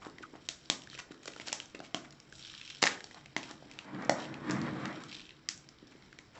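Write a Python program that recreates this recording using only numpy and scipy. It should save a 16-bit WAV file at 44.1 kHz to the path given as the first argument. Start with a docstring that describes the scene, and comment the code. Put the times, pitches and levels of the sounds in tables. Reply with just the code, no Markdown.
"""In a small room, close to a phone's microphone, fingernails pick packing tape off a little cardboard box.
Snaps are jolts that ring loose tape and box panels; crackle and ticks are noise puffs from breaking glue.
Scuffs are gritty noise, bumps short low cycles, squeaks gliding tones; random reflections answer all
but the squeaks. Behind lie steady room tone and a low roar, probably a vehicle outside, coloured by
the room's resonances."""
import sys
import numpy as np
from scipy import signal
from scipy.io import wavfile
from scipy.ndimage import uniform_filter1d

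SR = 44100
rng = np.random.default_rng(int(sys.argv[2]) if len(sys.argv) > 2 else 0)


def waveform_to_disk(signal):
    """Save audio, clipped to [-1, 1], as 16-bit WAV at the path in sys.argv[1]."""
    frames = np.transpose(np.atleast_2d(signal))
    scaled = np.clip(frames, -1, 1) * 32767
    samples = np.round(scaled).astype(np.int16)
    wavfile.write(sys.argv[1], SR, samples)


N = 281790  # samples in the scene


def gain_of(db):
    """Decibels to amplitude factor."""
    return 10 ** (np.asarray(db) / 20)


def evened(x):
    """Scaled to an rms of 1."""
    return x / np.sqrt(np.mean(x ** 2) + 1e-20)


def peaked(x):
    """Scaled to a peak of 1."""
    return x / (np.max(abs(x)) + 1e-20)


def unit(x):
    """Scaled to the energy of a short burst whose crest is about 1."""
    return 2.58 * x / (np.linalg.norm(x) + 1e-20)


def smoothed(x, size):
    """Two running means in a row turn fast noise into a slow drift."""
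    return uniform_filter1d(uniform_filter1d(x, size=size), size=size)


def read(points, hz):
    """Value of a (frequency, value) curve, interpolated over log frequency."""
    f, value = np.transpose(points)
    return np.interp(np.log(hz + 1), np.log(f + 1), value)


def add(mix, s, sound):
    """Lay a sound into the mix at s seconds, cut at the end of the scene."""
    part = mix[round(s * SR):][:len(sound)]
    part += sound[:len(part)]


def ring(x, hz, width):
    """A fixed resonance of gain about 1; the wider it is (Hz), the sooner it dies."""
    r = np.exp(-np.pi * max(width, 1) / SR)
    return 2 * signal.lfilter([1 - r], [1, -r * np.exp(2j * np.pi * hz / SR)], x).real


def ring_twice(x, hz, width):
    """Two equal resonances in a row: a softer onset and steeper skirts."""
    return ring(ring(x, hz, width), hz, width)


def colour(x, points):
    """Causal minimum-phase filter with the given spectrum: its phase follows from the log gain."""
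    hz = abs(np.fft.fftfreq(4096, 1 / SR))
    log_gain = np.log(gain_of(np.maximum(read(points, hz), -100)))
    taps = np.fft.ifft(np.exp(np.conj(signal.hilbert(log_gain)))).real[:2048]
    return signal.oaconvolve(x, taps)[:len(x)]


# The glue lets go or a nail slips off, right at the microphone. Columns:
# start_s, level_db (nominal peak), pitch_hz (ring of the free tape),
# crack_db (bright crack), box_db (box panels), hollow_db (hollow thud), all three relative to level_db
SNAP_EVENTS = [(0.1838, -28.5, 1950, -40, -14, -35), (0.2266, -38, 2880, -4, -36, -28),
               (0.4884, -16.5, 3480, -1.5, -20, -49), (0.7, -9.5, 3300, -2.5, -10.5, -16),
               (0.8196, -33.5, 3140, -9, -33, -34), (0.8732, -30, 1850, -23, -35, -38),
               (0.9, -31.5, 3720, -10, -35, -28), (0.95, -29, 2540, -27, -16.5, -40),
               (0.977, -29.5, 1830, -23, -46, -19), (1.257, -29, 1310, 0.5, -11, -33),
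               (1.2813, -28.5, 3120, -24, -3, -20), (1.3351, -32.5, 2580, -16, -29, -28),
               (1.3629, -28, 1450, -16, -10, -33), (1.399, -25, 2180, -27, -10, -17.5),
               (1.477, -31, 2600, -13, -5.5, -30), (1.483, -20, 4140, -22, -24, -26),
               (1.499, -30, 2900, -18, -19, -19), (1.5199, -26.5, 2730, -19, -16, -16),
               (1.5284, -15, 5100, 0, -11.5, -42), (1.5472, -33, 2460, 1, -16, -33),
               (1.601, -21.5, 2900, -11, -43, -47), (1.6573, -32.5, 5670, -15, -29, -21),
               (1.792, -35.5, 3800, -14, -30, -6), (1.8026, -27.5, 1480, -41, -4.5, -8),
               (1.9455, -16.5, 3000, -5.5, -8.5, -8.5), (2.1073, -34.5, 4800, -24, -34, -31),
               (2.201, -32, 5070, -30, -39, -40), (2.325, -28.5, 1570, -14, -34, -23),
               (2.827, -8, 4440, -14, -8, -21), (2.828, -9, 4400, -29, -8.5, -20.5),
               (2.838, -6, 1850, -11, -8.5, -25), (2.8558, -12.5, 5400, -26, -17, -31),
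               (2.8628, -14.5, 5400, -16, -33, -42), (2.868, -8, 1880, -28, -34, -32),
               (2.8735, -8, 1910, -20, -26, -35), (3.006, -26.5, 1820, -19, -36, -34),
               (3.0421, -26.5, 4070, -8, -15, -33), (3.111, -32, 1960, -30, -12, -26),
               (3.1451, -35, 3900, -23, -5, -23), (3.2592, -31, 2370, -22, -18, -29),
               (3.365, -12.5, 2090, -37, -8, -14.5), (3.4306, -29, 2680, -4.5, -11, -28),
               (3.511, -35.5, 3600, 4, -4, -3.5), (3.7137, -31.5, 2260, -6, -33, -37),
               (3.7889, -22.5, 2640, -17, -38, -39), (4.049, -32.5, 5100, -10, -39, -30),
               (4.0953, -18.5, 1830, 4.5, 10, -5), (4.2204, -32, 4440, -25, -38.5, -34),
               (4.253, -29, 2840, -29, -30, -33), (4.3415, -26, 2660, -29, -22, -24),
               (4.4973, -23.5, 1520, -38, -6, -3.5), (4.5091, -23, 1700, 2.5, -17, -12),
               (4.515, -27, 4700, -7, -30, -31), (4.6159, -27.5, 4270, -14, -32, -28),
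               (4.8553, -19.5, 1840, -29, -11, -26), (5.037, -29, 1260, -6.5, -23, -26),
               (5.1458, -28.5, 3300, -16, -33, -33), (5.4884, -14, 4660, -2, -31, -31.5),
               (5.5766, -38, 5350, 3, -35, -15.5), (5.689, -30.5, 5000, -27, -36, -33),
               (6.1281, -32, 1870, -35, -26, -18), (6.188, -29, 2120, -9, -43, -18)]
# Cardboard panels of the box: pitch_hz (before the grip factor), width_hz, level_db (relative)
BOX_PANELS = [(630, 260, -4), (800, 230, 0), (1180, 400, -9)]
# The grip on the box shifts and its panels tighten or slacken: time_s, pitch_factor
GRIP_SHIFTS = [(0.7, 0.79), (1.28, 0.58), (1.53, 0.89), (1.95, 0.87), (2.83, 0.97), (3.37, 0.85),
               (4.1, 0.88), (4.5, 0.98)]
HOLLOW_HZ, HOLLOW_WIDTH_HZ = 270, 220  # the air inside the box


def snaps():
    """A sharp jolt and a few milliseconds of smaller ones ring the loose tape, crack and shake the box.

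    Returns the sound straight at the microphone and the evener one that spreads into the room."""
    near, spread, t = np.zeros(N), np.zeros(N), np.arange(1500) / SR
    treble = signal.butter(2, 4400, "high", fs=SR)
    middle = signal.butter(2, [1400, 4400], "band", fs=SR)
    jolt = signal.unit_impulse(len(t), idx=8)
    push = np.exp(-t / 0.000075)  # the pull on the card is one short shove
    hollow = peaked(ring(push, HOLLOW_HZ, HOLLOW_WIDTH_HZ) * np.minimum(t / 0.00069, 1))
    noises = rng.standard_normal((len(SNAP_EVENTS), len(t)))
    for (s, db, hz, crack_db, box_db, hollow_db), noise in zip(SNAP_EVENTS, noises):
        small_jolts = noise * np.exp(-t / 0.0017) * np.minimum(t / 0.0012, 1)
        grip = np.interp(s, *np.transpose(GRIP_SHIFTS))
        shove = push + small_jolts
        box = peaked(sum(gain_of(panel_db) * ring(shove, panel_hz * grip, panel_width)
                         for panel_hz, panel_width, panel_db in BOX_PANELS))
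        thud = gain_of(box_db) * box + gain_of(hollow_db) * hollow
        flap_db = -1.5 + 0.24 * db  # a harder snap shakes more of the loose strip
        width = hz * (0.31 + 0.36 * gain_of(db))  # and rings less purely
        # over all directions the chance colour of the small jolts averages out and the ring is weaker
        paths = ((near, small_jolts + 5.0 * jolt, -4, 1), (spread, jolt, -9, 3))
        for out, drive, ring_db, crack_lift_db in paths:
            tape = gain_of(ring_db) * unit(ring_twice(drive, hz, width))
            flap = gain_of(flap_db) * unit(signal.lfilter(*middle, drive))
            bright = signal.lfilter(*treble, drive)
            film = 1.1 * ring(bright, 5630, 530)  # the film itself rings thinly
            crack = -gain_of(crack_db + crack_lift_db) * unit(bright + film)
            add(out, s, gain_of(db) * (tape + flap + crack + thud))
    return near, spread


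# Spells in which the tape is worked or drawn back. Columns:
# start_s, hold_s, level_db (crackle, nominal rms), bright_db (treble relative to level_db)
PULL_SPELLS = [(0.034, 0.034, -66.5, 11), (0.424, 0.45, -63, 2), (0.914, 0.044, -54.5, -4),
               (1.244, 0.43, -58, 1), (1.717, 0.17, -65.5, -6), (2.354, 0.051, -56, 7),
               (2.413, 0.37, -52.5, -7), (2.88, 0.3, -60, 3), (3.424, 0.098, -55, -3),
               (3.63, 0.22, -62, -3), (4.2, 0.048, -51, -14), (4.465, 0.6, -58.5, -9),
               (5.093, 0.16, -55, -11), (5.806, 0.34, -65, 1)]
# Colour of the crackle: pitch_hz, level_db (per Hz)
CRACKLE_COLOUR = [(700, -40), (1100, -18), (1520, -7), (2000, -15), (2400, -4), (2800, -7), (3130, 2),
                  (3450, -6), (3800, -2), (4300, -8), (4900, -10), (5550, -3), (6400, -16), (7500, -12)]
RISE_DB_PER_S, FALL_DB_PER_S = 217.5, 187  # the crackle builds before each spell and dies after it
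IDLE_DB, IDLE_BRIGHT_DB = -69, 1.5  # the tape ticks faintly between spells
TICKS_PER_S = 1900  # mean rate in each of two layers
TICK_SPREAD_DB, CLUMP_DB = 2.8, 3.0  # mean of the random tick boost before its cap; rms of the clumping


def crackle():
    """Tiny glue threads break at random, in clumps; a few ticks are much larger than the rest."""
    spells = [(0, N / SR, IDLE_DB, IDLE_BRIGHT_DB)] + PULL_SPELLS
    start, hold, db, bright_db = np.transpose(spells)[:, :, None]
    t = np.arange(N) / SR
    rise_db = RISE_DB_PER_S * np.maximum(start - t, 0)
    fall_db = FALL_DB_PER_S * np.maximum(t - start - hold, 0)
    spells_db = db - rise_db - fall_db
    level = gain_of(spells_db).max(axis=0)  # the loudest spell wins
    top_level = gain_of(spells_db + bright_db).max(axis=0)

    chance, size = rng.random((N, 2)).T, rng.exponential(1, (N, 2)).T
    fuzz, slow = rng.standard_normal(N), rng.standard_normal(N)
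    clumps = gain_of(CLUMP_DB * evened(smoothed(slow, 300)))
    breaks = chance < TICKS_PER_S / SR
    pops = gain_of(TICK_SPREAD_DB * np.minimum(size, 4.5)) * breaks
    puffs = signal.oaconvolve(pops, np.hanning(70)[None], axes=1)[:, :N]  # 1.6 ms each
    layers = (puffs[0], puffs.sum(axis=0))
    grain = np.array([evened(colour(fuzz * p * clumps, CRACKLE_COLOUR)) for p in layers])
    # the finest threads add ticks heard only in the treble
    top = signal.lfilter(*signal.butter(2, 4500, "high", fs=SR), grain)
    return level * (grain[0] - top[0]) + top_level * top[1]


# Single glue threads pop, too light to shake the box.
# Columns: start_s, level_db (peak), pitch_hz (ring of the film)
TICK_EVENTS = [(0.049, -37, 1320), (0.098, -44, 4820), (0.6572, -42.5, 4270), (0.919, -49, 5600),
               (0.9305, -38, 1560), (1.1186, -40, 1650), (1.1426, -45, 1480), (1.38, -48, 5440),
               (1.414, -44, 2960), (1.451, -52, 4100), (2.3534, -39, 4540), (2.4258, -35, 3550),
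               (2.4364, -38, 3750), (2.449, -34, 3830), (2.4692, -36.5, 3790), (2.4767, -41, 3530),
               (2.484, -44, 3920), (2.4993, -34, 3360), (2.5156, -52, 5000), (2.5388, -39.5, 1520),
               (2.5494, -33.5, 3600), (2.5713, -42, 3830), (2.577, -41, 3320), (2.6137, -31, 2980),
               (2.6298, -40, 3060), (2.654, -39, 3120), (2.677, -34, 2950), (2.7008, -33.5, 3750),
               (2.7034, -35.5, 2500), (2.7527, -47, 3770), (2.769, -40, 3790), (3.0703, -47, 1850),
               (3.2111, -48, 1810), (3.324, -56, 2150), (3.3773, -38, 5560), (3.4371, -34.5, 2240),
               (3.7358, -44, 2330), (3.947, -39, 1340), (4.0224, -38, 1700), (5.0968, -37, 3660),
               (5.1142, -35.5, 2930), (5.119, -36, 2400), (5.1274, -30, 2500), (5.1313, -34, 2890),
               (5.15, -31, 3800), (5.156, -46, 3790), (5.166, -38, 3800), (5.188, -44, 3190),
               (5.196, -34, 2500), (5.2039, -49, 2370), (5.2155, -40, 3060), (5.254, -40, 2930),
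               (5.292, -37, 2580), (5.3064, -38.5, 2700), (5.786, -47, 3230), (5.871, -44.5, 4970),
               (6.0232, -45, 1940)]
FILM_HZ, FILM_WIDTH_HZ = 3600, 1800  # broad colour common to all ticks


def ticks():
    """A small jolt and a few milliseconds of fizz ring the thin film only; the box stays still."""
    out, t = np.zeros(N), np.arange(600) / SR
    jolt = 0.63 * signal.unit_impulse(len(t), idx=8)
    for (s, db, hz), fizz in zip(TICK_EVENTS, rng.standard_normal((len(TICK_EVENTS), len(t)))):
        drive = fizz * np.exp(-t / 0.0018) + jolt
        own = unit(ring_twice(drive, hz, 0.45 * hz))
        wide = unit(ring_twice(drive, FILM_HZ, FILM_WIDTH_HZ))
        add(out, s, gain_of(db) * peaked(own + 0.7 * wide))
    return out


# Skin and nails drag over tape and card.
# Columns: start_s, level_db (nominal rms), pitch_hz (centre), length_s (cut at 6000 samples)
SCUFF_EVENTS = [(0.017, -47, 1190, 0.023), (0.038, -46, 970, 0.045), (0.22, -49.5, 1840, 0.019),
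                (0.318, -55, 695, 0.06), (0.357, -49.5, 2940, 0.0068), (0.982, -36, 2280, 0.024),
                (1.11, -46.5, 1870, 0.015), (1.228, -51, 3020, 0.0085), (1.27, -44, 2880, 0.017),
                (1.405, -44.5, 2530, 0.02), (1.457, -43, 4040, 0.044), (1.744, -47, 1830, 0.017),
                (1.822, -53, 2460, 0.055), (2.039, -48, 1510, 0.024), (2.124, -49, 3870, 0.0061),
                (2.815, -34, 4470, 0.023), (2.88, -44.5, 1860, 0.083), (3.149, -50.5, 905, 0.044),
                (3.372, -41, 3970, 0.014), (3.469, -50.5, 1240, 0.066), (5.003, -52.5, 5500, 0.0058),
                (5.917, -53, 1680, 0.016), (6.317, -56, 1740, 0.16), (6.341, -55, 640, 0.053)]
ALL_HISS_HZ = 5030  # the higher a drag, the more of it is broad hiss; all of it at this pitch


def scuffs():
    """Short drags: gritty noise that swells and fades, part of it in one soft resonance."""
    out = np.zeros(N)
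    band = signal.butter(2, [700, 7500], "band", fs=SR)
    noises = rng.standard_normal((len(SCUFF_EVENTS), 2, 6000))
    for (s, db, hz, length), (fuzz, grit) in zip(SCUFF_EVENTS, noises):
        broad = np.clip(hz / ALL_HISS_HZ, 0, 1) ** 2
        rub = fuzz * gain_of(4.4 * evened(uniform_filter1d(grit, size=90)))
        soft = evened(ring(ring(rub, hz, 0.8 * hz), hz, 4.4 * hz))
        hiss = evened(signal.lfilter(*band, rub))
        drag = ((1 - broad) * soft + broad * hiss)[:round(length * SR)]
        add(out, s, gain_of(db) * drag * signal.windows.tukey(len(drag), .7))
    return out


# A fingertip slips and squeaks on the smooth tape.
# Columns: start_s, level_db (nominal peak), first_hz, last_hz (both before the wobble), length_s
SQUEAK_EVENTS = [(0.228, -38.5, 1520, 1260, 0.02), (0.242, -47, 1360, 1370, 0.024),
                 (1.489, -44, 1470, 1440, 0.0095), (2.974, -40.5, 1710, 1680, 0.007)]


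def squeaks():
    """A short gliding tone with a weak overtone, swelling and fading, slightly unsteady."""
    out = np.zeros(N)
    noises = rng.standard_normal((len(SQUEAK_EVENTS), 2000))
    for (s, db, first_hz, last_hz, length), noise in zip(SQUEAK_EVENTS, noises):
        count = round(length * SR)
        wobble = 1 + 0.09 * evened(uniform_filter1d(noise, size=80))[:count]
        hz = np.linspace(first_hz, last_hz, count) * wobble
        turn = 2 * np.pi * np.cumsum(hz) / SR
        tone = np.sin(turn) + 0.057 * np.sin(2 * turn)
        add(out, s, gain_of(db) * tone * np.hanning(count))
    return out


# Fingers press or knock the box: start_s, level_db (peak), pitch_hz
BUMP_EVENTS = [(0.066, -35.5, 324), (0.207, -39.5, 342), (0.335, -40, 313), (1.108, -36, 313),
               (1.747, -35, 383), (3.625, -39.5, 624), (3.659, -44, 296), (5.827, -41.5, 280),
               (5.952, -44.5, 330)]


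def bumps():
    """Soft pushes on the cardboard: a couple of low cycles that die at once."""
    out, t = np.zeros(N), np.arange(3000) / SR
    for s, db, hz in BUMP_EVENTS:
        swell = t * np.exp(-t * hz * 2.6)
        add(out, s, gain_of(db) * peaked(np.sin(2 * np.pi * hz * t) * swell))
    return out


# How long the small room rings: pitch_hz, t60_s (time to fall by 60 dB)
ROOM_DECAY = [(150, 0.62), (400, 0.54), (1000, 0.36), (2800, 0.22), (7300, 0.3)]
ROOM_DB, ROOM_DELAY_S = -6.5, 0.0057  # level of the reflections; time about which they fade in


def room(x):
    """Dense random reflections after a short gap, each band dying at its own speed."""
    hz, t, z = signal.stft(rng.standard_normal(SR // 2), SR, nperseg=256)
    decay = gain_of(-60 * t / read(ROOM_DECAY, hz)[:, None])
    tail = signal.istft(z * decay, SR, nperseg=256)[1]
    tail *= np.clip(np.arange(len(tail)) / SR / ROOM_DELAY_S - .5, 0, 1) ** 2
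    return signal.fftconvolve(x, tail / np.linalg.norm(tail))[:N]


# Low resonances of the room: pitch_hz, width_hz, lift_db (above the rest)
ROOM_RESONANCES = [(141, 12, 9), (196, 12, 9), (244, 12, 7), (295, 14, 6), (320, 18, 10)]


def air(points, patchy_db):
    """Noise with drifting patches in time and pitch, lifted at the room's low resonances."""
    hz = np.fft.rfftfreq(4096, 1 / SR)
    a, b, patches = rng.standard_normal((N // 1024 + 5, len(hz), 3)).T
    patches = uniform_filter1d(patches, size=24, axis=0)  # over pitch
    patches = evened(uniform_filter1d(patches, size=3, axis=1))  # over time
    modes_db = sum(db / (1 + (2 * (hz - f) / w) ** 2) for f, w, db in ROOM_RESONANCES)
    shape_db = (read(points, hz) + modes_db)[:, None]
    z = (a + 1j * b) * gain_of(shape_db + patchy_db * patches)
    return evened(signal.istft(z, nperseg=4096, noverlap=3072)[1][:N])


# The passing roar, outside: time_s, level_db (nominal rms), upper_db (upper hiss relative to level_db)
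ROAR_SWELL = [(3.55, -69, 3), (3.78, -58.5, 2), (3.95, -45, 0), (4.08, -38, -5), (4.2, -44, 2.5),
              (4.4, -43.5, -4.5), (4.501, -33.5, -3), (4.77, -34, -5), (4.85, -39, 1.5), (5.0, -44, 0),
              (5.22, -60.5, -0.5), (5.4, -95, -17)]
# Colour of the roar before the room's resonances: pitch_hz, level_db (per Hz)
ROAR_SPECTRUM = [(24, -48), (85, -20.5), (130, -8.5), (310, -5), (385, -11), (600, -12.5), (1000, -12.5),
                 (1550, -13), (2300, -18), (2600, -25), (4000, -31.5), (6000, -43.5)]


def roar():
    """Broad low noise swells as it comes near, fluttering a little; its upper hiss swells in its own way."""
    s, level_db, upper_db = np.transpose(ROAR_SWELL)
    t, (a, b) = np.arange(N) / SR, rng.standard_normal((N, 2)).T
    low_flutter, upper_flutter = evened(smoothed(a, 1500)), evened(smoothed(b, 1500))
    noise = air(ROAR_SPECTRUM, patchy_db=2.0)
    low = signal.filtfilt(*signal.butter(2, 430, fs=SR), noise)
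    level_db = np.interp(t, s, level_db, left=-120, right=-120)
    upper_level_db = level_db + np.interp(t, s, upper_db)
    low_part = gain_of(level_db + 1.4 * low_flutter) * low
    return low_part + gain_of(upper_level_db + 1.77 * upper_flutter) * (noise - low)


# Room tone before the room's resonances: pitch_hz, level_db (per Hz)
HUSH_SPECTRUM = [(12, -48.5), (20, -7), (141, 1), (177, -3), (331, -2.5), (703, -9), (2120, -10),
                 (2930, -18), (5490, -16.5), (8000, -56), (10400, -69)]


def hush():
    """Steady room tone: faint coloured noise, 60 dB below full scale in rms."""
    return gain_of(-60) * air(HUSH_SPECTRUM, patchy_db=1.8)


def scene():
    """Hands on the box, all but the squeaks also reflected, over the roar and the room tone."""
    near, spread = snaps()
    fingers = scuffs() + crackle() + ticks() + bumps()
    reflected = gain_of(ROOM_DB) * room(spread + fingers)
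    hands = near + fingers + squeaks() + reflected
    # a small box radiates no deep bass
    hands = signal.lfilter(*signal.butter(2, 130, "high", fs=SR), hands)
    return (hands + roar() + hush())[None]


# The microphone lifts the top a little, then rolls off: pitch_hz, gain_db
MIC_EDGE = [(6300, -1.5), (7300, 1.5), (7800, -2), (8300, -21), (8800, -46.5)]
BAND_LIMIT_HZ, HISS_DB = 8829, -95  # steep cut; rms of the electronic hiss after it


def record(dry):
    """The treble rolls off, then a steep band limit; a trace of hiss lies over all."""
    rolled = colour(dry[0], [(21, 0.021)] + MIC_EDGE)[None]
    limit = signal.firwin(511, BAND_LIMIT_HZ, window=("kaiser", 9), fs=SR)
    cut = signal.oaconvolve(rolled, limit[None], "same")
    return cut + gain_of(HISS_DB) * rng.standard_normal(dry.shape)


dry = scene()
out = record(dry)
waveform_to_disk(out)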